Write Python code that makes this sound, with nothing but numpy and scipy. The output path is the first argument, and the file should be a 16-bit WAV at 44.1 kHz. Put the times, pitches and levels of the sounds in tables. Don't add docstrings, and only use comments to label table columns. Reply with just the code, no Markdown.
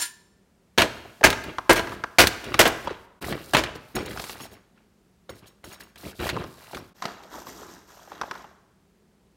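import sys
import numpy as np
from scipy import signal
from scipy.fft import rfft, irfft
from scipy.io import wavfile

SR = 44100
rng = np.random.default_rng(int(sys.argv[2]) if len(sys.argv) > 2 else 0)


def dump(signal):
    limited = np.clip(np.atleast_2d(signal).T, -1, 1)
    pcm = np.round(limited * 32767).astype(np.int16)
    wavfile.write(sys.argv[1], SR, pcm)


N = 412776
TIME = np.arange(N) / SR

# f/Hz, level/dB
NEAR_EQS = [
    [(200, -20), (600, 0.5), (1500, 2.5), (3000, -1.5), (5000, -13), (9000, -20.5), (15500, -32)],
    [(20, -19.5), (55, 4), (130, 2.5), (200, -2), (340, 2.5), (550, -4), (1000, -24), (3000, -50.5)],
    [(1500, -26.5), (4000, 4.5), (6500, -4), (10000, -3), (13000, -4), (15500, -7)],
]
FAR_EQS = [
    [(250, -10.5), (600, 2), (1300, 1.5), (1800, 0), (2400, -9), (3400, -6.5), (4800, -17), (8000, -24.5),
     (15500, -62.5)],
    [(20, -32), (60, 1), (130, -3), (200, 1.5), (400, 6.5), (600, -10), (1000, -2), (3000, -80)],
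    [(1500, -14), (4000, -1.5), (5800, 4), (7200, -0.5), (8200, -5), (9300, -7.5), (10500, -13),
     (12000, -2), (13500, -6), (15500, -14.5)],
]


def amp(db):
    return 10 ** (np.asarray(db) / 20)


def unit(x):
    return x / np.sqrt(np.mean(x ** 2) + 1e-20)


def curve_at(points, hz):
    f, value = np.transpose(points)
    return np.interp(np.log(hz + 1), np.log(f + 1), value)


def add(mix, s, sound):
    part = mix[max(round(s * SR), 0):][:len(sound)]
    part += sound[:len(part)]


def eq(x, points, tilt_db=0, peaks=(), size=4096):
    hz = np.fft.rfftfreq(size, 1 / SR)
    db = curve_at(points, hz) + tilt_db * np.log2(np.hypot(1, hz / 1000))
    for f, width, lift_db in peaks:
        db = db + lift_db / (1 + (2 * (hz - f) / width) ** 2)
    cepstrum = irfft(np.log(amp(db)))
    cepstrum[1:size // 2] *= 2
    cepstrum[size // 2 + 1:] = 0
    taps = irfft(np.exp(rfft(cepstrum)))
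    return signal.oaconvolve(x, taps / np.linalg.norm(taps))[:len(x)]


def fade(t, t60):
    return np.exp(-np.log(1000) * t / max(t60, 1e-3))


def wander(length, per_s):
    knots = rng.standard_normal(int(length / SR * per_s) + 2)
    return np.interp(TIME[:length] * per_s, np.arange(len(knots)), knots)


def contact(length_s, release_t60):
    t = TIME[:SR // 2]
    return rng.standard_normal(len(t)) * fade(np.maximum(t - length_s, 0), release_t60)


def ring(drive, modes):
    t, out = TIME[:len(drive)], np.zeros(len(drive))
    for hz, db, t60 in modes:
        partial = signal.fftconvolve(drive, fade(t, t60) * np.sin(2 * np.pi * hz * t))[:len(t)]
        out += amp(db) * np.sqrt(abs(t60)) * unit(partial)
    return out


def cutlery(clatter_db=-5.5, ring_db=-3.5):
    # t/s, level/dB, length/s
    clinks = [(0.0, -28.5, 0.0091), (0.015, -24, 0.014), (0.053, -37, 0.0033)]
    # f/Hz, level/dB, t60/s
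    modes = [(973, -14, 0.39), (1403, -3, 0.18), (1770, -9.5, .46), (1850, -20, .1), (2110, -18.5, 0.091),
             (2960, -15, 0.43), (4250, 2.5, 0.12), (4538, -12, .3), (5440, 8, 0.078), (5800, -15, 0.2),
             (6760, -5, 0.1), (7120, 8.5, .1), (7320, 8, 0.1), (8860, 0, .13), (9300, 10, 0.11),
             (9330, -8, 0.12), (11200, 1, 0.12), (11600, 4, 0.08), (13593, -12, 0.14)]
    # f/Hz, level/dB
    clatter_eq = [(180, -57.5), (300, -20), (720, -28), (953, -4), (1260, -25), (1700, 2), (1870, -7.5),
                  (3230, -8), (7140, -8), (8140, -15), (9290, -3), (10400, -20), (15500, -16.5)]
    out = np.zeros(N)
    for s, db, length_s in clinks:
        clatter = eq(contact(length_s, release_t60=0.2), clatter_eq)
        tone = ring(contact(length_s, release_t60=0.0058), modes)
        for part, part_db in (clatter, clatter_db), (tone, ring_db):
            add(out, s, amp(db + part_db) * part / np.std(part[:SR // 50]))
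    return out


def grains(length, per_s, spread_db, t60, tone=0, clump_db=0, low_hz=500, high_hz=5000, count=24):
    out, t = np.zeros(length), TIME[:SR // 50]
    for hz in np.geomspace(low_hz, high_hz, count):
        sizes = amp(spread_db * np.minimum(rng.exponential(1, length), 4))
        spurts = amp(clump_db * wander(length, per_s=45))
        signs = rng.choice([-1, 1], length)
        triggers = rng.random(length) < per_s / count / SR
        tick = unit(rng.standard_normal(len(t)) * fade(t, t60))
        ping = unit(np.sin(2 * np.pi * hz * t) * fade(t, t60)) * np.sqrt(hz / high_hz)
        out += signal.oaconvolve(spurts * sizes * signs * triggers, tick + tone * ping)[:length]
    return unit(out)


def stabs(rise_s=0.00067, crush_t60=0.12, shake_db=-11, shake_t60=0.4, shake_tilt_db=-5.0,
          thud_db=-17, thud_t60=0.38):
    # t/s, level/dB, treble tilt/(dB/octave), crush length/s
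    hits = [(0.777, -16, -.5, 0.029), (0.827, -23.5, -2.2, 0.017), (1.2376, -8, 1, 0.013),
            (1.694, -8.5, -0.96, 0.017), (1.757, -24, 1.5, 0.019), (2.1844, -8, 1.5, 0.028),
            (2.5911, -9, 1.57, 0.014), (2.653, -16.5, -2, 0.012), (3.534, -20, 0, 0.0053),
            (3.574, -20.5, -1.3, 0.017)]
    # f/Hz, level/dB
    crush_eq = [(18, -35), (30, -6), (173, -12), (324, -1.5), (443, -1), (691, 1), (767, -2), (921, -2),
                (1140, -6), (1550, -3.5), (2420, -6.5), (4910, -15), (5740, -16), (15500, -28.5)]
    # f/Hz, width/Hz, boost/dB
    hollow = [(63.35, 7.4, 5), (333, 24, 2), (697, 47, -0.5), (990, 41, 3.5), (1290, 45, 1.5),
              (1606, 40, 5.5), (2380, 320, 1.5), (2960, 75, 4)]
    out, t = np.zeros(N), TIME[:SR // 2]
    attack = 1 - np.exp(-t / rise_s)
    for s, db, tilt_db, crush_s in hits:
        crush = grains(len(t), per_s=4500, spread_db=2.5, t60=0.0044, count=12)
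        crush *= fade(np.maximum(t - crush_s, 0), crush_t60)
        shake = amp(shake_db) * rng.standard_normal(len(t)) * fade(t, shake_t60)
        burst = eq(crush * attack, crush_eq, tilt_db, hollow)
        burst += eq(shake * attack, crush_eq, tilt_db + shake_tilt_db, hollow)
        thud = eq(rng.standard_normal(len(t)) * attack * fade(t, thud_t60), NEAR_EQS[1])
        add(out, s, amp(db) * burst / np.std(burst[:SR // 40]))
        add(out, s, amp(db + thud_db) * thud / np.std(thud[:SR // 40]))
    return out


def snap(t60, click_t60, click_db):
    t = TIME[:SR // 6]
    return rng.standard_normal(len(t)) * (amp(click_db) * fade(t, click_t60) + fade(t, t60))


def cracks():
    # t/s, level/dB, treble tilt/(dB/octave)
    tears = [(0.783, -12, -1), (0.819, -12, -1), (1.27, -17, -2.5), (1.303, -21, 2.5), (1.328, -22.5, -3),
             (1.439, -40, 6), (1.73, -21, 9), (1.794, -22, -4.5), (1.894, -47, 4), (2.239, -16, -6),
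             (2.271, -14, 3), (2.442, -37, 3.5), (2.542, -22, -3), (2.676, -23.5, 7.5), (3.325, -26, -4),
             (3.548, -10.5, -4), (3.568, -14.5, -0.4), (3.637, -23, -1.5), (3.965, -24.5, -4),
             (4.005, -34, -6), (4.06, -37, 7), (4.196, -34, -0.5), (4.24, -33.5, 1.5), (4.295, -32.5, -1.5),
             (5.294, -39.5, -3), (5.641, -40, -3.5), (5.958, -45.5, 0), (6.201, -41, 3),
             (6.291, -24.5, 0.5), (6.298, -26.5, 0), (6.747, -33, -0.5), (7.021, -44, 2.5),
             (7.053, -27.5, -11.5), (7.235, -49, 1.5)]
    # f/Hz, level/dB
    crack_eq = [(35, -34), (60, -4.5), (559, -6), (2310, -4.5), (4320, -7.5), (4960, -15.5), (6870, -15.5),
                (7540, -18.5), (12600, -24.5), (15500, -27)]
    out = np.zeros(N)
    for s, db, tilt_db in tears:
        crack = eq(snap(t60=0.052, click_t60=0.023, click_db=-5), crack_eq, tilt_db)
        add(out, s, amp(db) * crack / np.std(crack[:SR // 200]))
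    return out


def chirp(t, hz, t60, glide_s, end_share):
    pitch = hz * (end_share + (1 - end_share) * np.exp(-t / glide_s))
    return np.sin(2 * np.pi * np.cumsum(pitch) / SR) * fade(t, t60)


def small_pops(per_s=30, low_hz=650, high_hz=2000, cycles=18, count=10):
    out, t = np.zeros(N), TIME[:SR // 10]
    for hz in np.geomspace(low_hz, high_hz, count):
        flips = rng.uniform(-1, 1, N) * (rng.random(N) < per_s / count / SR)
        out += signal.oaconvolve(flips, chirp(t, hz, cycles / hz, glide_s=0.0045, end_share=.5))[:N]
    return unit(out)


def fibre_ticks():
    return grains(N, per_s=130, spread_db=1.0, t60=.003, clump_db=2, count=4)


def paper_textures(small_pops_db=-10, ticks_db=-5):
    crinkle = grains(N, per_s=1500, spread_db=2.5, t60=.01, tone=2.3, clump_db=3.2,
                     low_hz=600, high_hz=5500, count=14)
    flex = grains(N, per_s=380, spread_db=0.5, t60=0.0046, count=8)
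    slide = grains(N, per_s=9100, spread_db=-2.0, t60=0.00057, tone=0.3, clump_db=4.0,
                   low_hz=3920, high_hz=15300, count=10)
    crinkle += .35 * rng.standard_normal(N) + amp(small_pops_db) * small_pops()
    slide += amp(ticks_db) * fibre_ticks()
    return crinkle, flex, slide


def stroke(s, length_s, rise_s, t60, swell_db=0):
    t = TIME - s
    attack = np.clip(1 + t / rise_s, 0, 1) ** 2
    swell = amp(-swell_db * np.clip(1 - t / length_s, 0, 1))
    release = fade(np.clip(t - length_s, 0, 2), t60)
    return attack * swell * release


def handling(textures):
    # t/s, length/s, crinkle/dB, flex/dB
    bends = [(0.92, .15, -55, -50), (1.383, 0.018, -57, -56), (1.45, 0.039, -41, -39),
             (1.82, 0.14, -44.5, -40.5), (2.444, 0.16, -41, -37), (2.752, 0.016, -42, -47),
             (2.857, 0.062, -41.5, -43), (3.227, 0.022, -37, -35), (3.294, 0.067, -40, -35),
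             (3.475, 0.072, -59, -53), (3.651, 0.013, -39, -38), (3.751, 0.0089, -54.5, -43),
             (3.96, 0.027, -33.5, -29), (4.061, 0.058, -42, -40), (4.165, 0.2, -46.5, -49.5),
             (4.408, 0.025, -45, -44.5), (4.521, 0.026, -55, -53), (4.769, 0.019, -65, -67.5),
             (5.304, 0.022, -51.5, -45.5), (5.433, 0.036, -57, -56), (5.649, 0.018, -51, -46),
             (5.715, 0.02, -48, -68), (5.806, 0.0076, -51, -51.5), (5.972, 0.065, -54.5, -56.5),
             (6.05, 0.015, -43.5, -39.5), (6.204, 0.086, -35, -33.5), (6.334, 0.09, -46.5, -34.5),
             (6.583, 0.15, -53, -73), (6.739, 0.071, -51.5, -44)]
    # t/s, length/s, level/dB
    slides = [(0.927, 0.053, -58), (1.44, 0.16, -63), (1.836, .11, -52), (2.365, 0.22, -54),
              (2.745, 0.11, -52.5), (3.215, 0.013, -41.5), (3.247, .07, -38.5), (3.353, 0.21, -48.5),
              (3.752, .01, -48.5), (3.794, 0.14, -60.5), (3.993, 0.046, -54), (4.091, 0.24, -42.5),
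              (4.342, 0.12, -48.5), (4.514, .025, -54), (5.354, 0.042, -56), (5.465, 0.016, -53.5),
              (5.646, .1, -51), (5.801, 0.01, -45.5), (5.846, 0.054, -67), (5.981, 0.13, -45.5),
              (6.15, 0.054, -51.5), (6.216, 0.067, -38.5), (6.337, 0.38, -55), (6.716, 0.076, -51),
              (6.81, 0.083, -62.5)]
    crinkle, flex, slide = (unit(eq(x, points)) for x, points in zip(textures, NEAR_EQS))
    out = np.zeros(N)
    for s, length_s, crinkle_db, flex_db in bends:
        paper = amp(crinkle_db) * crinkle + amp(flex_db) * flex
        out += stroke(s, length_s, rise_s=0.023, t60=0.29) * paper
    for s, length_s, db in slides:
        out += stroke(s, length_s, rise_s=0.009, t60=0.053, swell_db=5) * amp(db) * slide
    return out


def pops(ring_cycles=36, echo_cycles=24, echo_db=-7, echoes=7, rattle_cycles=26.88, rattle_db=-8,
         thud_db=-25, thud_t60=.12):
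    # t/s, level/dB, starting f/Hz, relative click level/dB
    buckles = [(1.051, -42, 838, -23), (1.211, -31, 820, -30), (1.232, -23, 1900, -36),
               (1.584, -23, 1337, -13.5), (1.872, -32.5, 2000, -12), (1.922, -33, 1406, -29),
               (2.038, -20.5, 1670, -19.5), (2.543, -23.5, 1572, -4), (2.873, -24, 1168, -43),
               (2.906, -29.5, 685, -32), (3.755, -39, 590, -6), (4.174, -36, 1520, -3),
               (4.198, -36.5, 900, 0.5), (4.299, -47, 1104, -17), (5.293, -38, 636, -12.5),
               (6.366, -29.5, 1206, -19), (6.412, -38, 1290, -31), (6.439, -36.5, 1380, -9),
               (6.733, -36, 943, -19), (6.77, -35, 1340, -7.5), (7.023, -28.5, 1250, -6),
               (7.055, -32, 955, 2.5), (7.353, -39.5, 1020, -20), (7.469, -39, 1150, -8),
               (7.618, -42, 600, -28.5), (8.075, -45, 880, -30), (8.118, -37, 1004, -18),
               (8.2138, -26, 1426, -7.5), (8.234, -33, 1140, -27), (8.3116, -28.5, 1610, -8.5),
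               (8.353, -41, 1266, -11), (8.443, -43.5, 1100, -20)]
    # f/Hz, level/dB
    click_eq = [(100, -18), (800, 2), (2000, -1), (5500, 4), (7500, -11), (10000, -17.5), (15500, -25)]
    out, t = np.zeros(N), TIME[:SR // 6]
    for s, db, hz, click_db in buckles:
        panel = chirp(t, hz, ring_cycles / hz, glide_s=.007, end_share=.4)
        for delay_s, detune, polarity in rng.uniform([.001, .5, -1], [.008, 1.2, 1], (echoes, 3)):
            echo = chirp(t, hz * detune, echo_cycles / hz, glide_s=0.006, end_share=0.55)
            add(panel, delay_s, np.sign(polarity) * amp(echo_db) * echo)
        click = eq(snap(t60=0.032, click_t60=0.012, click_db=-1), click_eq)
        rattle = eq(rng.standard_normal(len(t)) * fade(t, rattle_cycles / hz), FAR_EQS[0])
        for part, part_db in (panel, 0), (click, click_db), (rattle, rattle_db):
            add(out, s, amp(db + part_db) * part / np.std(part[:SR // 200]))
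        thud = eq(rng.standard_normal(len(t)) * fade(t, thud_t60), FAR_EQS[1])
        add(out, s, amp(db + thud_db) * thud / np.std(thud[:SR // 40]))
    return out


def blade():
    # t/s, level/dB, length/s
    rubs = [(3.549, -60, 0.0067), (3.953, -40, 0.0033), (4.405, -50, 0.036), (4.52, -65, 0.024),
            (5.294, -55.5, 0.0075), (5.47, -63.5, 0.013), (5.641, -56, 0.0069), (5.69, -71, 0.018),
            (5.725, -55, 0.011), (5.8, -67.5, 0.018), (5.833, -61, 0.0035)]
    # f/Hz, level/dB, t60/s
    modes = [(4380, -13.5, 0.37), (5450, -2, 0.18), (6640, -16, 0.51), (6715, 9, 0.037), (8500, -6.5, 0.23),
             (9140, -1, 0.049), (11100, 8.5, 0.033), (12900, 0, .05), (15150, -0.5, 0.097)]
    out = np.zeros(N)
    for s, db, length_s in rubs:
        tone = ring(contact(length_s, release_t60=0.013), modes)
        add(out, s, amp(db) * tone / np.std(tone[:SR // 16]))
    return out


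def pulling_on(textures):
    # t/s, length/s, crinkle/dB, flex/dB, slide/dB
    tugs = [(6.969, .04, -56, -68.5, -59.5), (7.042, 0.024, -37.5, -45, -54.5),
            (7.232, 0.074, -60, -64, -66), (7.328, 0.055, -47, -48, -49), (7.481, 0.015, -50.5, -46, -50),
            (7.57, 0.17, -53, -52, -55.5), (7.887, 0.16, -55.5, -65, -58.5), (8.108, 0.2, -50, -54, -61),
            (8.338, 0.04, -49, -55, -60.5)]
    crinkle, flex, slide = (unit(eq(x, points)) for x, points in zip(textures, FAR_EQS))
    out = np.zeros(N)
    for s, length_s, crinkle_db, flex_db, slide_db in tugs:
        paper = amp(crinkle_db) * crinkle + amp(flex_db) * flex + amp(slide_db) * slide
        out += stroke(s, length_s, rise_s=0.032, t60=0.48) * paper
    return out


def room(send, build_s=0.0023):
    # f/Hz, t60/s
    decay_times = [(100, .95), (500, .92), (1500, .85), (3000, .72), (6000, .62), (12000, .52)]
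    # f/Hz, level/dB
    tail_eq = [(60, 1.5), (400, -5), (1300, -0.5), (2000, -2), (3000, -2), (7000, -0.5), (12000, -3)]
    hz, t, noise = signal.stft(rng.standard_normal(SR), SR, nperseg=256)
    decay = np.exp(-np.log(1000) * t / curve_at(decay_times, hz)[:, None])
    bands = noise * decay * amp(curve_at(tail_eq, hz))[:, None]
    build_up = 1 - np.exp(-(TIME[:SR] / build_s) ** 2)
    tail = signal.istft(bands, SR)[1][:SR] * build_up
    return signal.fftconvolve(send, tail / np.linalg.norm(tail))[:N]


def room_tone(hum_db=-62.5):
    # f/Hz, level/dB
    hum_eq = [(25, -31.5), (40, -13), (55, -7), (86, -13), (135, -14.5), (190, -5.5), (250, -15),
              (320, -17.5), (385, -12.5), (470, -20), (1000, -27), (3000, -34.5), (8000, -38.5),
              (15500, -46)]
    hiss_eq = [(500, -15.5), (2500, 2), (5000, 2.5), (8000, -1.5), (10000, -3.5), (12500, -1.5),
               (15500, -7.5)]
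    # t/s, level/dB
    hiss_ride = [(0.7, -100), (0.8, -60.5), (3.05, -66), (3.1, -93), (3.25, -85), (6.9, -80), (7.0, -100)]
    hum = unit(eq(rng.standard_normal(N), hum_eq, size=16384))
    hiss = unit(eq(rng.standard_normal(N), hiss_eq))
    hiss_db = np.interp(TIME, *np.transpose(hiss_ride))
    return amp(hum_db) * hum + amp(hiss_db) * hiss


def scene():
    blows = stabs() + cracks()
    buckling = pops()
    metal = cutlery()
    textures = paper_textures()
    near = handling(textures) + blade()
    far = pulling_on(textures)
    reverb = room(amp(-17) * blows + amp(-15.5) * near)
    reverb += room(amp(-16) * buckling + amp(-8) * far + amp(-18.5) * metal)
    return (blows + buckling + near + far + metal + reverb + room_tone())[None]


def record(dry, dip_depth=.95, dip_s=0.0083, low_cut_hz=38, ceiling=.95, high_cut_hz=15950):
    dips = [3.204, 6.939]
    for s in dips:
        dry = dry * (1 - dip_depth * np.exp(-((TIME - s) / dip_s) ** 2))
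    low_cut = signal.butter(2, low_cut_hz, "highpass", fs=SR, output="sos")
    thinned = signal.sosfilt(low_cut, dry)
    rounded = thinned / (1 + (thinned / ceiling) ** 6) ** (1 / 6)
    high_cut = signal.firwin(401, high_cut_hz, window=("kaiser", 9), fs=SR)
    return signal.oaconvolve(rounded, high_cut[None], "same")


dry = scene()
out = record(dry)
dump(out)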